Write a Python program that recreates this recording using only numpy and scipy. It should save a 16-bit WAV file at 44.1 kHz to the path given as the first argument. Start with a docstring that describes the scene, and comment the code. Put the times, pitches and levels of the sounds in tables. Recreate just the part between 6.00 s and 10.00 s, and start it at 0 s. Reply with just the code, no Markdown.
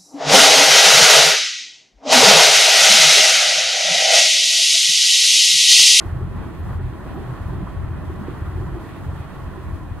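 """Aboard a boat idling close to sea rocks. From the start a wet exhaust swells and sinks as the hull
rocks, with a faint whirr above it, over a bed of wash, foam, churn, thin hiss and breeze. At once water
gulps at the hull, the engine chugs and air pockets glug; all three keep coming back. Spray first
sizzles at 0.6 s, and small splashes come in just after 1 s. Between 2.2 and 2.8 s wavelets slap the
hull four times, then the idle carries on with a few more chugs and glugs."""
import sys
import numpy as np
from scipy import signal
from scipy.fft import rfft, irfft
from scipy.io import wavfile

SR = 44100
rng = np.random.default_rng(int(sys.argv[2]) if len(sys.argv) > 2 else 0)


def to_wav(sig):
    """Store sig (one row per channel, or 1-D mono) as 16-bit WAV at the path in sys.argv[1].

    Samples outside -1..1 are clipped; the rate is SR.
    """
    pcm = np.clip(np.atleast_2d(sig), -1, 1) * 32767
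    pcm = np.round(pcm).astype(np.int16)
    wavfile.write(sys.argv[1], SR, pcm.T)  # frames by channels


N = 176400
T = np.arange(N) / SR
HZ = np.maximum(np.arange(N // 2 + 1) * SR / N, 1)
SIDES = np.array([[1], [-1]])   # left, right
FIRING_HZ = 43.0
ENGINE_PAN_DB, HULL_PAN_DB, PHASE_SPREAD_RAD = 2.0, -3.5, 1.1


def from_db(db):
    """Decibels to gain."""
    return 10 ** (np.asarray(db) / 20)


def rms_one(x):
    """Scale to unit rms."""
    return x / np.sqrt(np.mean(x ** 2) + 1e-20)


def in_time(rows):
    """A fader ride read at every sample."""
    return np.interp(T, *np.transpose(rows))


def at_hz(points):
    """An EQ curve read at every frequency."""
    hz, db = np.transpose(points)
    return np.interp(np.log(HZ), np.log(hz), db)


def colour(points):
    """Gain by frequency, rolling off beyond the ends of an EQ curve."""
    inside = np.minimum(HZ / points[0][0], points[-1][0] / HZ)
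    return from_db(at_hz(points)) * np.minimum(1, inside) ** 2


def peak(hz, width_hz):
    """Gain by frequency of a resonance."""
    return 1 / (1 + 2 * ((HZ - hz) / width_hz) ** 2)


def pan(db):
    """Left and right gains for a left-minus-right level."""
    return from_db(SIDES * db / 2)


def drift(rate_hz):
    """Slow random wobble of unit rms."""
    return rms_one(irfft(rfft(rng.standard_normal(N)) / (1 + (HZ / rate_hz) ** 2), N))


def ring(clicks, hz, t60):
    """Clicks set a damped resonance ringing."""
    r, w = from_db(-60 / (t60 * SR)), 2 * np.pi * hz / SR
    return signal.lfilter([1, -r * np.cos(w)], [1, -2 * r * np.cos(w), r * r], clicks + 1e-18)


def swell(age, width_s):
    """Smooth rise and fall round age zero."""
    return np.exp(-np.minimum((age / width_s) ** 2, 50))


def burst(age, attack_s, t60):
    """Quick attack, exponential tail."""
    age = np.maximum(age, 0)
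    return (1 - np.exp(-age / attack_s)) * from_db(-np.minimum(60 * age / t60, 200))


# Stereo width of the ambience: f/Hz, side minus mid/dB
STEREO_WIDTH = [(60, -12.5), (130, -6.5), (240, 1), (350, -7.5), (620, -3), (800, -12.5), (1500, -10),
                (2200, -3), (3500, -2), (5500, 4), (8000, -2), (10500, -9.5), (15000, -4)]
# Its balance: f/Hz, left minus right/dB
STEREO_LEAN = [(80, -2), (170, -3.5), (250, 3.5), (360, -5), (500, 0.5), (700, -3), (1450, 0), (1850, -3),
               (6000, -2), (11000, -1)]
def diffuse(gain):
    """Stereo noise of a given colour, arriving from all round; unit rms."""
    mid, side = rfft(rng.standard_normal((2, N)))
    width = from_db(at_hz(STEREO_WIDTH))
    spread = (mid + width * side * SIDES) / np.sqrt(1 + width ** 2)
    return rms_one(irfft(gain * pan(at_hz(STEREO_LEAN)) * spread, N))


def patchy(gain, depth_db, rate_hz, bands=7):
    """Diffuse noise whose bands each flicker on their own."""
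    spectrum, out = rfft(diffuse(gain)), 0
    place = np.interp(np.log(HZ), np.log([200, 6000]), [0, bands - 1])
    for k in range(bands):
        band = irfft(spectrum * np.maximum(0, 1 - abs(place - k)), N)
        out += band * from_db(depth_db * drift(rate_hz))
    return rms_one(out)


# Fader ride of the exhaust as the boat rocks: t/s, relative level/dB
EXHAUST_RIDE = [(0, -42), (0.05, -33.5), (0.25, -30.5), (0.4, -30.5), (0.54, -37.5), (0.7, -29),
                (0.88, -31), (0.94, -40), (1.15, -35), (1.38, -37), (1.55, -29.5), (1.7, -35),
                (1.92, -31.5), (2.19, -34.5), (2.42, -34), (2.67, -33), (2.77, -33.5), (2.92, -39.5),
                (3.1, -31), (3.32, -40.5), (3.48, -34), (3.62, -39), (3.74, -30.5), (4, -38)]
def engine():
    """The idle: puffs, hum, burble and rumble swell and sink together as the hull rocks."""
    level_db = in_time(EXHAUST_RIDE)
    swing_db = level_db - level_db.mean()
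    firings = firing_count()
    exhaust = puffs(firings, level_db - 4.5) + hum(firings, swing_db - 35) + burble(level_db - 5)
    return pan(ENGINE_PAN_DB) * exhaust + rumble(0.77 * swing_db - 34)


def firing_count():
    """Running count of firings; the idle speed wanders so that every chug starts on one."""
    chug_s = np.array(CHUG_HITS)[:, 0]
    counted = np.append(0, np.cumsum(np.round(np.diff(chug_s) * FIRING_HZ)))
    return FIRING_HZ * T + np.interp(T, chug_s, counted - FIRING_HZ * chug_s)


# Exhaust pipe resonances: f/Hz, relative level/dB, t60/s
PIPE_MODES = [(61.6, -24, 0.04), (86, 9, 0.059), (123, 8, 0.04), (171, -18, 0.056)]
def puffs(firings, level_db, jitter_s=0.0021, spread_db=7, band_hz=(60.5, 200.5)):
    """Each firing rings the pipe with a puff, uneven in timing and strength."""
    fired = np.flatnonzero(np.diff(np.floor(firings)))
    late, size = rng.standard_normal((len(fired), 2)).T
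    onsets = np.clip(fired + (late * jitter_s * SR).astype(int), 0, N - 1)
    clicks = np.zeros(N)
    clicks[onsets] = from_db(spread_db * np.tanh(size))
    pipe = sum(from_db(db) * ring(clicks, hz, t60) for hz, db, t60 in PIPE_MODES)
    bandpass = signal.butter(3, band_hz, "band", fs=SR, output="sos")
    return from_db(level_db) * rms_one(signal.sosfilt(bandpass, pipe))


# Clean engine orders: multiple of the firing rate, relative level/dB
HUM_ORDERS = [(1, -6.5), (2, -9.5), (3, -12)]
def hum(firings, level_db, waver_db=2.0):
    """Low harmonics of the firing rate, each wavering in level."""
    out = 0
    for order, db in HUM_ORDERS:
        tone = rms_one(np.cos(2 * np.pi * round(order) * firings))
        out += from_db(db + waver_db * drift(3.6)) * tone
    return from_db(level_db) * out


# Bassy EQ of the burble: f/Hz, relative level/dB
BURBLE_EQ = [(36, -15), (55, -16), (80, 7.5), (100, -8.5), (128, -7.5), (160, -13.5)]
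def burble(level_db, side_db=-3.5):
    """Exhaust gas burbles through the water."""
    mid, side = irfft(rfft(rng.standard_normal((2, N))) * colour(BURBLE_EQ), N)
    return from_db(level_db) * rms_one(mid + from_db(side_db) * side * SIDES)


# Dark EQ of the rumble: f/Hz, relative level/dB
RUMBLE_EQ = [(28, -11), (55, 12), (90, 4), (130, 6.5), (180, 2), (240, -16.5), (420, -23)]
def rumble(level_db):
    """Turbulence round the exhaust fills out the low end."""
    return from_db(level_db) * diffuse(colour(RUMBLE_EQ))


# Ringing engine parts: f/Hz, width/Hz, level/dB
WHIRR_BANDS = [(283, 19, -53.5), (320.7, 15.6, -50.5), (644.5, 33, -56.5), (1008, 27, -54),
               (1106, 39, -53.5), (1772, 62, -62.5), (2498, 17, -68.5), (3213, 47, -70)]
def whirr():
    """Engine parts ring faintly in narrow bands."""
    return sum(from_db(db) * diffuse(peak(hz, width)) for hz, width, db in WHIRR_BANDS)


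# Midrange EQ of the wash: f/Hz, relative level/dB
WASH_EQ = [(250, 3.5), (450, 1), (560, 0.5), (1100, -0.5), (1450, -3), (1620, -7.5), (1930, -6.5),
           (2150, -20), (3000, -25), (4500, -35)]
# Its fader ride: t/s, relative level/dB
WASH_RIDE = [(0, -39.5), (0.3, -46), (0.41, -40), (0.53, -44.5), (0.73, -39.5), (0.84, -46.5), (1.0, -42),
             (1.4, -40.5), (1.52, -43.5), (2.2, -42.5), (2.7, -41.5), (3.3, -43), (3.42, -42), (3.7, -44),
             (3.9, -45.5), (4, -43.5)]
def wash(water_db=1.5, bubbles_db=-12.5):
    """The sea washes all round, with bubbles tucked under it."""
    eq = colour(WASH_EQ)
    water = from_db(water_db) * patchy(eq, depth_db=1.5, rate_hz=17)
    return from_db(in_time(WASH_RIDE)) * (water + from_db(bubbles_db) * bubbles(eq))


def bubbles(eq, per_s=350, pitches=24, ring_cycles=10.3):
    """Small bubbles burst at random, each pitch panned to a place of its own."""
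    out = 0
    for hz in np.geomspace(600, 3200, pitches):
        onsets = rng.integers(0, N, int(per_s * N / SR / pitches))
        size_db = 0.73 * np.minimum(rng.exponential(1, len(onsets)), 3)
        clicks = np.zeros(N)
        clicks[onsets] = from_db(size_db) * rng.choice([-1, 1], len(onsets))
        out += pan(rng.normal(0, 19)) * ring(clicks, hz, ring_cycles / hz)
    return rms_one(irfft(rfft(out) * eq, N))


# Bright EQ of the foam: f/Hz, relative level/dB
FOAM_EQ = [(1500, 3.5), (2100, 1.5), (2700, -1.5), (3300, -4), (3900, -7.5), (4500, -9), (5000, -27),
           (8000, -24.5)]
# Its fader ride: t/s, relative level/dB
FOAM_RIDE = [(0, -55.5), (0.25, -59.5), (0.52, -57.5), (0.85, -56.5), (1.5, -57), (2.17, -59), (2.3, -54.5),
             (2.68, -59.5), (2.82, -56.5), (2.93, -52.5), (3.04, -56.5), (3.3, -56), (3.6, -58.5), (4, -60)]
def foam(trim_db=3.5):
    """Foam fizzes above the wash."""
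    return from_db(in_time(FOAM_RIDE) + trim_db) * patchy(colour(FOAM_EQ), depth_db=1.8, rate_hz=9.4)


# Low-mid EQ of the churn: f/Hz, relative level/dB
CHURN_EQ = [(110, -14), (185, 0.5), (330, -3.5), (400, -5.5), (450, -22.5), (650, -17)]
# Its fader ride: t/s, relative level/dB
CHURN_RIDE = [(0, -44.5), (0.42, -31), (0.55, -38), (0.75, -41), (0.93, -39.5), (1.17, -30.5), (1.36, -39),
              (1.62, -31.5), (1.74, -36.5), (1.86, -37), (2.1, -35.5), (2.25, -34), (2.38, -39.5),
              (2.65, -37), (3.2, -41), (4, -40)]
def churn(trim_db=-2.5):
    """Water churns at the hull in surges."""
    water = patchy(colour(CHURN_EQ), depth_db=2.0, rate_hz=12.4)
    return from_db(in_time(CHURN_RIDE) + trim_db) * water


# Airy EQ of the hiss: f/Hz, relative level/dB
HISS_EQ = [(2500, 2), (4800, 2), (6500, 0), (9500, -0.5), (13500, -3.5), (15700, -6.5)]
# Its fader ride: t/s, relative level/dB
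HISS_RIDE = [(0.1, -64), (0.28, -68.5), (0.33, -66), (0.72, -63.5), (0.8, -67.5), (1.17, -64),
             (1.93, -66.5), (2.02, -65), (3.0, -64), (3.58, -64), (3.93, -67), (3.98, -64)]
def hiss(trim_db=4, waver_db=1.0):
    """Thin treble hiss that wavers slightly."""
    return from_db(in_time(HISS_RIDE) + trim_db + waver_db * drift(16)) * diffuse(colour(HISS_EQ))


# Sub-heavy EQ of the breeze: f/Hz, relative level/dB
BREEZE_EQ = [(10, 22), (28, 15), (60, 9), (120, -17)]
def breeze(level_db=-46.5, gust_db=0.93):
    """A light breeze buffets the microphone."""
    return from_db(level_db + gust_db * drift(1)) * diffuse(colour(BREEZE_EQ))


# Hollow gulps at the hull: t/s, relative level/dB, starting f/Hz
GULP_HITS = [(0.04, -24.5, 343), (0.206, -27, 368), (0.343, -29, 228), (.79, -30, 385), (1.137, -26.5, 276),
             (1.158, -28, 331), (1.528, -22.5, 362), (1.607, -25, 306), (1.625, -22, 179),
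             (2.095, -26.5, 360.3), (2.466, -27.5, 357), (2.571, -25.5, 344), (2.615, -24, 358),
             (2.665, -22.5, 174.6), (2.72, -28, 322), (2.752, -23, 333), (3.575, -27, 369)]
def gulps(count=4, rise_per_s=0.79, scatter_s=0.02013, lead_db=6, trail_db=-6.5):
    """Each gulp is one big bubble, rising in pitch, trailed by a few quieter ones."""
    out, age = np.zeros((2, N + SR)), T[:SR // 4]
    envelope = burst(age, attack_s=0.008, t60=0.069)
    sweep = age + rise_per_s * age ** 2 / 2
    for s, db, hz in GULP_HITS:
        for k, (late, detune, turn) in enumerate(rng.random((count, 3))):
            pitch = hz * 2 ** (.5 * (detune - .5)) if k else hz
            start = int((s + late * scatter_s if k else s) * SR)
            gain = from_db(db + (trail_db if k else lead_db))
            phase = 2 * np.pi * pitch * sweep + PHASE_SPREAD_RAD * (turn - .5) * SIDES
            out[:, start:start + len(age)] += gain * envelope * np.sin(phase)
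    return pan(HULL_PAN_DB) * out[:, :N]


# Heavy exhaust chugs: t/s, level/dB, firings in a row
CHUG_HITS = [(.064, -20, 1), (.134, -17, 1), (.18, -27.5, 4), (0.363, -42, 2), (.714, -22.5, 1),
             (.76, -24.5, 6), (1.415, -24, 1), (1.464, -19.5, 1), (1.508, -27, 1), (1.557, -22.5, 1),
             (1.774, -26.5, 2), (1.843, -18.5, 1), (1.913, -20, 1), (2.425, -18, 1), (2.495, -26, 1),
             (2.563, -22, 3), (3.067, -31, 2), (3.136, -23, 1), (3.205, -23, 1), (3.712, -23, 2),
             (3.921, -22.5, 1)]
def chugs(hz=89.3, width_s=.008):
    """The exhaust breaks free of the water, and each firing lands as a short round thud."""
    out = 0
    for s, db, run in CHUG_HITS:
        for k in range(round(run)):
            age = T - s - k / FIRING_HZ
            out += from_db(db) * swell(age, width_s) * np.cos(2 * np.pi * hz * age)
    return pan(ENGINE_PAN_DB) * out


# Deep glugs, each at its crest: t/s, level/dB, f/Hz
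GLUG_HITS = [(.17, -23.5, 129), (0.608, -28, 76), (.85, -21.5, 125.2), (1.299, -26.5, 126),
             (1.788, -23, 84.5), (2.098, -24.5, 79.2), (3.09, -26.5, 80.7), (3.678, -27, 78)]
def glugs(width_s=0.044):
    """A big air pocket booms; its pitch arches up and down with its loudness."""
    sag = 0.046   # share of the pitch lost one width from the crest
    out = 0
    for s, db, hz in GLUG_HITS:
        age = T - s
        turns = hz * age * (1 - sag * (age / width_s) ** 2 / 3)
        stereo_phase = PHASE_SPREAD_RAD * (rng.random() - .5) * SIDES
        out += from_db(db) * swell(age, width_s) * np.cos(2 * np.pi * turns + stereo_phase)
    return out


# Sizzles of spray: t/s, level/dB
SPRAY_HITS = [(.598, -66), (.72, -72), (1.155, -65), (2.485, -69)]
def spray():
    """Spray sizzles softly at the very top end."""
    envelope = sum(from_db(db) * swell(T - s, width_s=.024) for s, db in SPRAY_HITS)
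    return envelope * diffuse(peak(hz=13450, width_hz=2500))


# Small splashes: t/s, relative level/dB, f/Hz
SPLASH_HITS = [(1.168, -36.5, 776), (1.492, -34.5, 1010), (1.669, -32.5, 1143), (2.298, -36, 1114)]
def splashes(trim_db=2.5, bubble_db=-7.5):
    """Each splash is a puff of spray round one ringing bubble."""
    out = 0
    for s, db, hz in SPLASH_HITS:
        bubble = from_db(bubble_db) * np.sin(2 * np.pi * hz * (T - s))
        puff = diffuse(peak(hz, width_hz=210))
        out += from_db(db + trim_db) * burst(T - s, attack_s=0.0038, t60=0.088) * (bubble + puff)
    return out


# Hollow slaps on the hull: t/s, relative level/dB, f/Hz
SLAP_HITS = [(2.212, -19, 205), (2.283, -19, 361), (2.307, -22.5, 314), (2.767, -25, 347)]
def slaps(splash_db=-8):
    """A wavelet closes on the hull with a sharp, quickly damped knock and a dull splash."""
    out = 0
    for s, db, hz in SLAP_HITS:
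        knock = np.sin(2 * np.pi * hz * (T - s))
        splash = from_db(splash_db) * diffuse(peak(hz, width_hz=61))
        out += from_db(db) * burst(T - s, attack_s=.0015, t60=0.061) * (knock + splash)
    return pan(HULL_PAN_DB) * out


def scene():
    """The bed of engine, sea and air, then the spot sounds in order of entry."""
    bed = engine() + whirr() + wash() + foam() + churn() + hiss() + breeze()
    return bed + gulps() + chugs() + glugs() + spray() + splashes() + slaps()


def record(dry):
    """Click-free fades at both ends and a steep high cut."""
    fade_s, cutoff_hz = .004, 15720
    from_edge_s = np.minimum(T, T[::-1])
    fade = np.sin(np.pi / 2 * np.minimum(1, from_edge_s / fade_s)) ** 2
    return signal.sosfilt(signal.ellip(12, .1, 90, cutoff_hz, fs=SR, output="sos"), dry * fade)


dry = scene()
out = record(dry)
to_wav(out)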